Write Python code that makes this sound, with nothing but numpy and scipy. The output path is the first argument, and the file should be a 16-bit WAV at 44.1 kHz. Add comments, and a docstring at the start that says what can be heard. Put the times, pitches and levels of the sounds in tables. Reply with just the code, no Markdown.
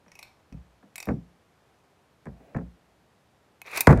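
"""Launching a spinning top

A child steps and kneels on a living-room floor beside a plastic arena, clicking a launcher's ratchet.
The toothed cord zips out ever faster and snaps free; the top slams down, bounces and skitters.
Blows on floor and arena travel as bending waves, which are dispersive: the treble arrives first."""
import sys
import numpy as np
from scipy import signal
from scipy.fft import rfft, irfft, next_fast_len
from scipy.io import wavfile

SR = 44100
rng = np.random.default_rng(int(sys.argv[2]) if len(sys.argv) > 2 else 0)


def output_pcm(signal):
    """Save a mono or channel-first signal as 16-bit PCM at the path in sys.argv[1].

    Samples are clipped to [-1, 1] before scaling.
    """
    pcm = np.clip(np.atleast_2d(signal).T, -1, 1) * 32767
    wavfile.write(sys.argv[1], SR, np.round(pcm).astype(np.int16))


N = 176400
M = 32768  # samples in one impulse response
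T, HZ = np.arange(M) / SR, np.fft.rfftfreq(M, 1 / SR)
BAND_LIMIT_HZ = 16200

# background hush: frequency_hz, level_db
HUSH_SPECTRUM = [(15, -56), (25, -33), (66, -2), (161, -1), (270, -5.5), (405, -5), (503, -6.5), (734, -6),
                 (911, -8.5), (1370, -12), (2000, -15.5), (13600, -33), (16000, -50)]
# feet and knees on the floor: start_s, level_db, corner_hz, bass_db, travel_s (at 1 kHz)
FOOTFALLS = [(.061, -46.5, 1700, -34, .008), (.519, -30.5, 223, 11.5, .0044), (.541, -26, 152, 7.5, .0044),
             (.826, -42.5, 860, -80, .011), (1.071, -23, 940, -1, .0044), (1.080, -14, 248, 3, .0044),
             (1.087, -14.5, 1600, -11, .0044), (1.094, -10, 149, -18, 0.0019), (1.105, -22, 910, -8, .0044),
             (1.116, -16, 131.7, -11.5, 0.0019), (2.256, -30.5, 1900, 6, .008),
             (2.266, -24, 1000, 4.5, .009), (2.282, -37, 1100, 13, .011), (2.403, -44.5, 700, -36, .006),
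             (2.546, -22, 1420, -4, .007), (2.553, -19, 615, 19, .006), (2.563, -16, 1390, 13.5, .005),
             (2.583, -26, 1240, 5.5, .009), (2.609, -28.5, 856, 13.5, .009)]
# the struck floor: frequency_hz, gain_db
FLOOR_RESPONSE = [(20, -61.5), (45, -11.5), (62, 3.5), (82, -3), (110, 0.5), (180, 6), (270, -1.5),
                  (350, -7.5), (560, -5.5), (1000, -12), (1700, -9.5), (2400, -17), (3100, -34),
                  (4200, -32), (7000, -26), (16000, -53)]
# decay of waves scattered in the floor: frequency_hz, t60_s
FLOOR_DECAY = [(60, 0.26), (200, 0.24), (500, 0.18), (1500, 0.072), (4000, 0.054)]
# long modes of the floor: pitch_hz, level_db, t60_s
BOARD_MODES = [(58, -23, 0.49), (103.6, -21, 0.16), (176.6, -14, 0.32), (240, -25, 0.2), (268.1, -16, 0.17)]
# single teeth and snaps of the cord: start_s, level_db, tilt_db_per_octave, ring_db, ping_hz
PAWL_CLICKS = [(.081, -49, -11, -11, 5670), (.1173, -43, -4, -3, 5560), (0.1537, -41.5, 0.5, 8.5, 5750),
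               (.190, -35.5, -2, -2.5, 5700), (0.2279, -35, -1, -4, 4040), (0.5252, -47.5, -11, 0, 5800),
               (0.9572, -29.5, 1.5, 2.5, 7440), (.980, -28.5, -0.5, -3, 8100), (1.002, -29, -1, 3, 7200),
               (1.027, -32, -1.5, 0, 4800), (1.055, -41, 1, 0, 11700), (3.6168, -33, -4, 6.5, 12200),
               (3.663, -44.5, -11, 12, 4000), (3.7145, -40, 1, 4, 3680), (3.761, -28, -4, -3, 10200),
               (3.773, -18, -0.5, -14, 12600), (3.777, -18, -10, 2, 5740), (3.8067, -9.5, 3, -11.5, 12700)]
# modes of the launcher's shell: pitch_hz, width_hz, gain_db
SHELL_MODES = [(694, 250, -7.5), (2242, 83, 14), (2540, 47, 19.5), (4170, 460, -7.5), (5560, 190, 8),
               (7520, 100, -25.5)]
# the pawl's crack: frequency_hz, gain_db
CRACK_SPECTRUM = [(100, -16), (400, -18.5), (800, -6), (1700, -15.5), (2400, 4), (3050, -38), (3700, -8.5),
                  (4700, -11.5), (6400, -18), (9700, -11), (13000, -15), (16000, -26.5)]
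# decay of the room's echoes: frequency_hz, t60_s
ROOM_DECAY = [(200, 1), (2400, 0.33), (7000, 0.38), (15000, 0.27)]
# what the walls reflect: frequency_hz, gain_db
WALL_RESPONSE = [(200, 3), (2500, -3), (9000, -7.5), (13000, -6.5), (16000, -22)]
# share of reverberation, falling as the launcher comes nearer: time_s, gain_db
REVERB_SHARE = [(.2, -2.5), (1.0, -7.5), (3.8, -13.5)]
# plastic edges touching: start_s, level_db
EDGE_TICKS = [(2.256, -49.5), (2.571, -44), (3.8718, -13.5), (3.909, -31), (3.926, -31.5), (3.975, -38)]
# colour of a tick: frequency_hz, gain_db
TICK_SPECTRUM = [(300, 25.5), (2500, 7.5), (4500, 6), (9000, 4.5), (16000, -19)]
# cloth rubbing on the floor: frequency_hz, level_db
CLOTH_SPECTRUM = [(40, -19), (120, 7), (350, 5), (700, 9.5), (1000, -16), (2400, -10), (4000, -34)]
# the pull of the cord: time_s, teeth_per_s, level_db
CORD_PULL = [(3.635, 90, -60), (3.668, 260, -42), (3.705, 320, -45.5), (3.739, 400, -37.5),
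             (3.771, 560, -34.5), (3.795, 620, -36.5), (3.829, 680, -47.5), (3.869, 460, -76)]
# the cord's rasp: frequency_hz, gain_db
RASP_SPECTRUM = [(100, -8), (400, 8.5), (1100, 10), (1600, 7.5), (2500, 17.5), (3050, -6.5), (3700, 2),
                 (6000, -12.5), (10000, -20), (13000, -12), (16000, -55)]
# the fast cord's treble: frequency_hz, gain_db
SIZZLE_SPECTRUM = [(2800, -14), (4200, -2.5), (13000, -11), (16000, -22)]
# the top slams down and bounces: start_s, level_db, corner_hz, bass_db, travel_s (at 1 kHz)
ARENA_BLOWS = [(3.8708, 6, 1700, -2.5, .0062), (3.8745, -3.5, 790, -5, 0.00652),
               (3.8855, 2, 200, 9.5, 0.0031), (3.890, -2.5, 870, 6, .006), (3.900, 1.5, 460, 2, 0.00422),
               (3.907, -7, 1310, 2, 0.00418), (3.914, -8, 897, -7, 0.00408), (3.927, 0, 720, 6, 0.00493)]
# the whole arena when struck: frequency_hz, gain_db
ARENA_RESPONSE = [(20, -49), (52, 16), (80, -0.5), (112, 10.5), (175, 11), (260, 5.5), (480, 0.5),
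                  (700, -3), (1020, 0.5), (1550, -1), (2400, -6.5), (3100, -27.5), (4200, -17.5),
                  (7000, -9), (16000, -10)]
# the tip skittering round the dish: time_s, level_db
TIP_LEVELS = [(3.873, -55), (3.894, -14.5), (3.91, -19), (3.93, -22.5), (3.949, -34.5), (4.0, -33.5)]
# the dish under the tip: frequency_hz, gain_db
DISH_RESPONSE = [(30, -26), (55, 18.5), (80, -43), (115, -15), (260, -10.5), (450, 3), (750, -2),
                 (1050, -13.5), (1600, -10), (2200, -18), (2650, -30), (3050, -40), (9000, -44),
                 (16000, -55)]


def amp(db):
    """Decibels to amplitude."""
    return 10 ** (np.asarray(db) / 20)


def unit_rms(x):
    """Scale to rms 1."""
    return x / np.sqrt(np.mean(x ** 2) + 1e-20)


def unit_blow(x):
    """Scale to the energy of one millisecond at rms 1."""
    return x * np.sqrt(SR / 1000 / (np.sum(x ** 2) + 1e-20))


def along(points, hz):
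    """Interpolate (frequency_hz, value) points on a logarithmic axis."""
    knots_hz, values = np.transpose(points)
    return np.interp(np.log(hz + 1), np.log(knots_hz + 1), values)


def causal(db):
    """Minimum-phase response with the given gains, by folding the cepstrum."""
    cepstrum = irfft(np.log(amp(db)))
    cepstrum[1:M // 2] *= 2
    cepstrum[M // 2 + 1:] = 0
    return np.exp(rfft(cepstrum))


def resonance(hz, width_hz):
    """Frequency response of one damped mode."""
    return 1j * HZ * width_hz / (hz * hz - HZ ** 2 + 1j * HZ * width_hz)


def add(track, start_s, sound):
    """Superpose a sound on the track."""
    i = int(round(start_s * SR))
    track[i:i + len(sound)] += sound[:max(N - i, 0)]


def noise(spectrum):
    """Coloured noise of rms 1."""
    gain = amp(along(spectrum, np.fft.rfftfreq(N, 1 / SR)))
    return unit_rms(irfft(rfft(rng.standard_normal(N)) * gain, N))


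def burst(rise_s, t60_s):
    """Spectrum of one brief, rough contact."""
    return rfft(rng.standard_normal(M) * (1 - np.exp(-T / rise_s)) ** 2 * amp(-60 * T / t60_s))


def diffuse_tail(decay, rise_s):
    """A diffuse field of energy 1: each frequency decays exponentially at its own rate."""
    hz, t, bands = signal.stft(rng.standard_normal(M), SR, nperseg=256)
    bands *= amp(-60 * t / along(decay, hz)[:, None])
    tail = signal.istft(bands, SR, nperseg=256)[1][:M] * (1 - np.exp(-T / rise_s))
    return tail / np.linalg.norm(tail)


def room_hush(level_db=-64):
    """Stationary background noise, strongest in the bass."""
    return amp(level_db) * noise(HUSH_SPECTRUM)


def bending_waves(blows, body, scattered_db, boards_db, rise_s, bass_hz=100, grit_hz=500):
    """Dispersion: each blow falls in pitch, longer from afar; scattered waves and modes ring on."""
    out = np.zeros(N)
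    slowest_hz = 121.4  # speed grows as the root of frequency, levelling off below this
    lag = 4 * np.pi * (np.sqrt(1000 * (HZ + slowest_hz)) - np.sqrt(1000 * slowest_hz) - HZ / 4)
    lag *= HZ < BAND_LIMIT_HZ
    treble = HZ ** 2 / (HZ ** 2 + grit_hz ** 2)
    for start_s, db, corner_hz, bass_db, travel_s in blows:
        rolloff_db = -10 * np.log10(1 + (HZ / corner_hz) ** 3)  # harder blows have a higher corner
        force_db = rolloff_db + bass_db / (1 + (HZ / bass_hz) ** 4)  # heavier ones have more bass
        wave = causal(along(body, HZ) + force_db) * np.exp(-1j * travel_s * lag)
        grit = burst(rise_s=0.00021, t60_s=0.021)
        contact = 1 - treble / 2 + amp(-6) * treble * grit / np.abs(grit).mean()
        direct = unit_blow(irfft(wave * contact))
        scattered = unit_blow(irfft(wave * rfft(diffuse_tail(FLOOR_DECAY, rise_s))))
        boards = sum(amp(mode_db + np.interp(hz, HZ, force_db) - 60 * T / t60_s)
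                     * np.sin(2 * np.pi * hz * T) for hz, mode_db, t60_s in BOARD_MODES)
        add(out, start_s, amp(db) * direct[:M // 2])
        add(out, start_s, amp(db + scattered_db) * scattered[:M // 2])
        add(out, start_s, amp(db + boards_db) * boards * (1 - np.exp(-T / 0.006)))
    return out


def footfalls():
    """Impact excitation: feet and knees send bending waves through the floor."""
    return bending_waves(FOOTFALLS, FLOOR_RESPONSE, scattered_db=-1.5, boards_db=-2, rise_s=0.0011)


def ratchet(ping_db=-6):
    """Impulse response: the pawl drops over a tooth, cracks, pings and kicks the shell's modes."""
    out = np.zeros(N)
    shell = sum(amp(db) * resonance(hz, width_hz) for hz, width_hz, db in SHELL_MODES)
    colour = causal(along(CRACK_SPECTRUM, HZ))
    octaves = np.log2(np.maximum(HZ, 1000) / 4000)  # the tilt pivots at 4 kHz, flat below 1 kHz
    for start_s, db, tilt_db_per_octave, ring_db, ping_hz in PAWL_CLICKS:
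        hit = burst(rise_s=0.00021, t60_s=0.029) * causal(tilt_db_per_octave * octaves)
        kick = burst(rise_s=0.00017, t60_s=0.0036)
        crack = unit_blow(irfft(hit * colour))
        ring = amp(ring_db) * unit_blow(irfft(kick * shell))
        ping = amp(ping_db) * unit_blow(irfft(hit * resonance(ping_hz, width_hz=600)))
        add(out, start_s, amp(db) * unit_blow(crack + ring + ping))
    return out


def reverberation(airborne):
    """Diffuse reflection: the walls return airborne sound as a decaying tail."""
    echoes = irfft(rfft(diffuse_tail(ROOM_DECAY, rise_s=0.006)) * amp(along(WALL_RESPONSE, HZ)))
    share = amp(np.interp(np.arange(N) / SR, *np.transpose(REVERB_SHARE)))
    return signal.fftconvolve(airborne * share, echoes)[:N]


def plastic_ticks():
    """Short contact, broad spectrum: hard plastic edges touch."""
    out, colour = np.zeros(N), causal(along(TICK_SPECTRUM, HZ))
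    for start_s, db in EDGE_TICKS:
        add(out, start_s, amp(db) * unit_blow(irfft(colour * burst(rise_s=0.000088, t60_s=0.006))))
    return out


def knee_shuffle(level_db=-56.5, peak_s=2.48, width_s=0.089):
    """Friction noise swells and fades as a knee drags over the floor."""
    swell = np.exp(-.5 * ((np.arange(N) / SR - peak_s) / width_s) ** 2)
    return amp(level_db) * noise(CLOTH_SPECTRUM) * swell


def scrape(motion, spectrum, scatter_db, t60_s):
    """Source and filter: a train of rough, uneven contacts drives a resonant body."""
    times_s, rates_hz, levels_db = np.transpose(motion)
    t = np.arange(times_s[0], times_s[-1], 1 / SR)
    rate_hz = np.interp(t, times_s, rates_hz)
    sizes, roughness = rng.standard_normal((2, M))[:, :len(t)]
    onsets = np.diff(np.floor(np.cumsum(rate_hz) / SR), prepend=0)
    contacts = onsets * amp(scatter_db * sizes) / rate_hz ** .5  # power independent of rate
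    envelope = signal.fftconvolve(contacts, amp(-60 * T / t60_s))[:len(t)]
    force = unit_rms(envelope * roughness) * amp(np.interp(t, times_s, levels_db))
    body = irfft(causal(along(spectrum, HZ)))
    out = np.zeros(N)
    add(out, times_s[0], signal.fftconvolve(force, body / np.linalg.norm(body)))
    return out


def cord(sizzle_db=-6, db_per_doubling=8):
    """Pulse fusion: teeth racing past the pawl merge into a rasp that sizzles more with speed."""
    fastest = max(rate for _, rate, _ in CORD_PULL)
    sizzle_pull = [(time_s, rate, db + sizzle_db + db_per_doubling * np.log2(rate / fastest))
                   for time_s, rate, db in CORD_PULL]
    rasp = scrape(CORD_PULL, RASP_SPECTRUM, scatter_db=3, t60_s=0.023)
    sizzle = scrape(sizzle_pull, SIZZLE_SPECTRUM, scatter_db=3, t60_s=0.023)
    return rasp + sizzle


def landing():
    """Structure-borne sound: the top's blows pass through the arena into the floor."""
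    return bending_waves(ARENA_BLOWS, ARENA_RESPONSE, scattered_db=-6, boards_db=-4, rise_s=0.0018)


def spinning_top(turns_per_s=125):
    """Periodic forcing: the tip chatters on the dish once a turn."""
    motion = [(time_s, turns_per_s, db) for time_s, db in TIP_LEVELS]
    return scrape(motion, DISH_RESPONSE, scatter_db=1, t60_s=0.11)


def scene():
    """Superposition: airborne sound, its echoes, structure-borne sound and the hush add in mono."""
    airborne = ratchet() + cord() + plastic_ticks()
    echoes = reverberation(airborne)
    return (airborne + echoes + footfalls() + landing() + spinning_top()
            + knee_shuffle() + room_hush())[None]


def record(dry):
    """Soft saturation rounds the heaviest peaks; a low-pass filter limits the band."""
    rounded = dry / (1 + np.abs(dry / .95) ** 6) ** (1 / 6)
    size = next_fast_len(N + M)
    lowpass = np.clip((BAND_LIMIT_HZ - np.fft.rfftfreq(size, 1 / SR)) / 500, 0, 1)
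    return irfft(rfft(rounded, size) * lowpass, size)[..., :N]


dry = scene()
out = record(dry)
output_pcm(out)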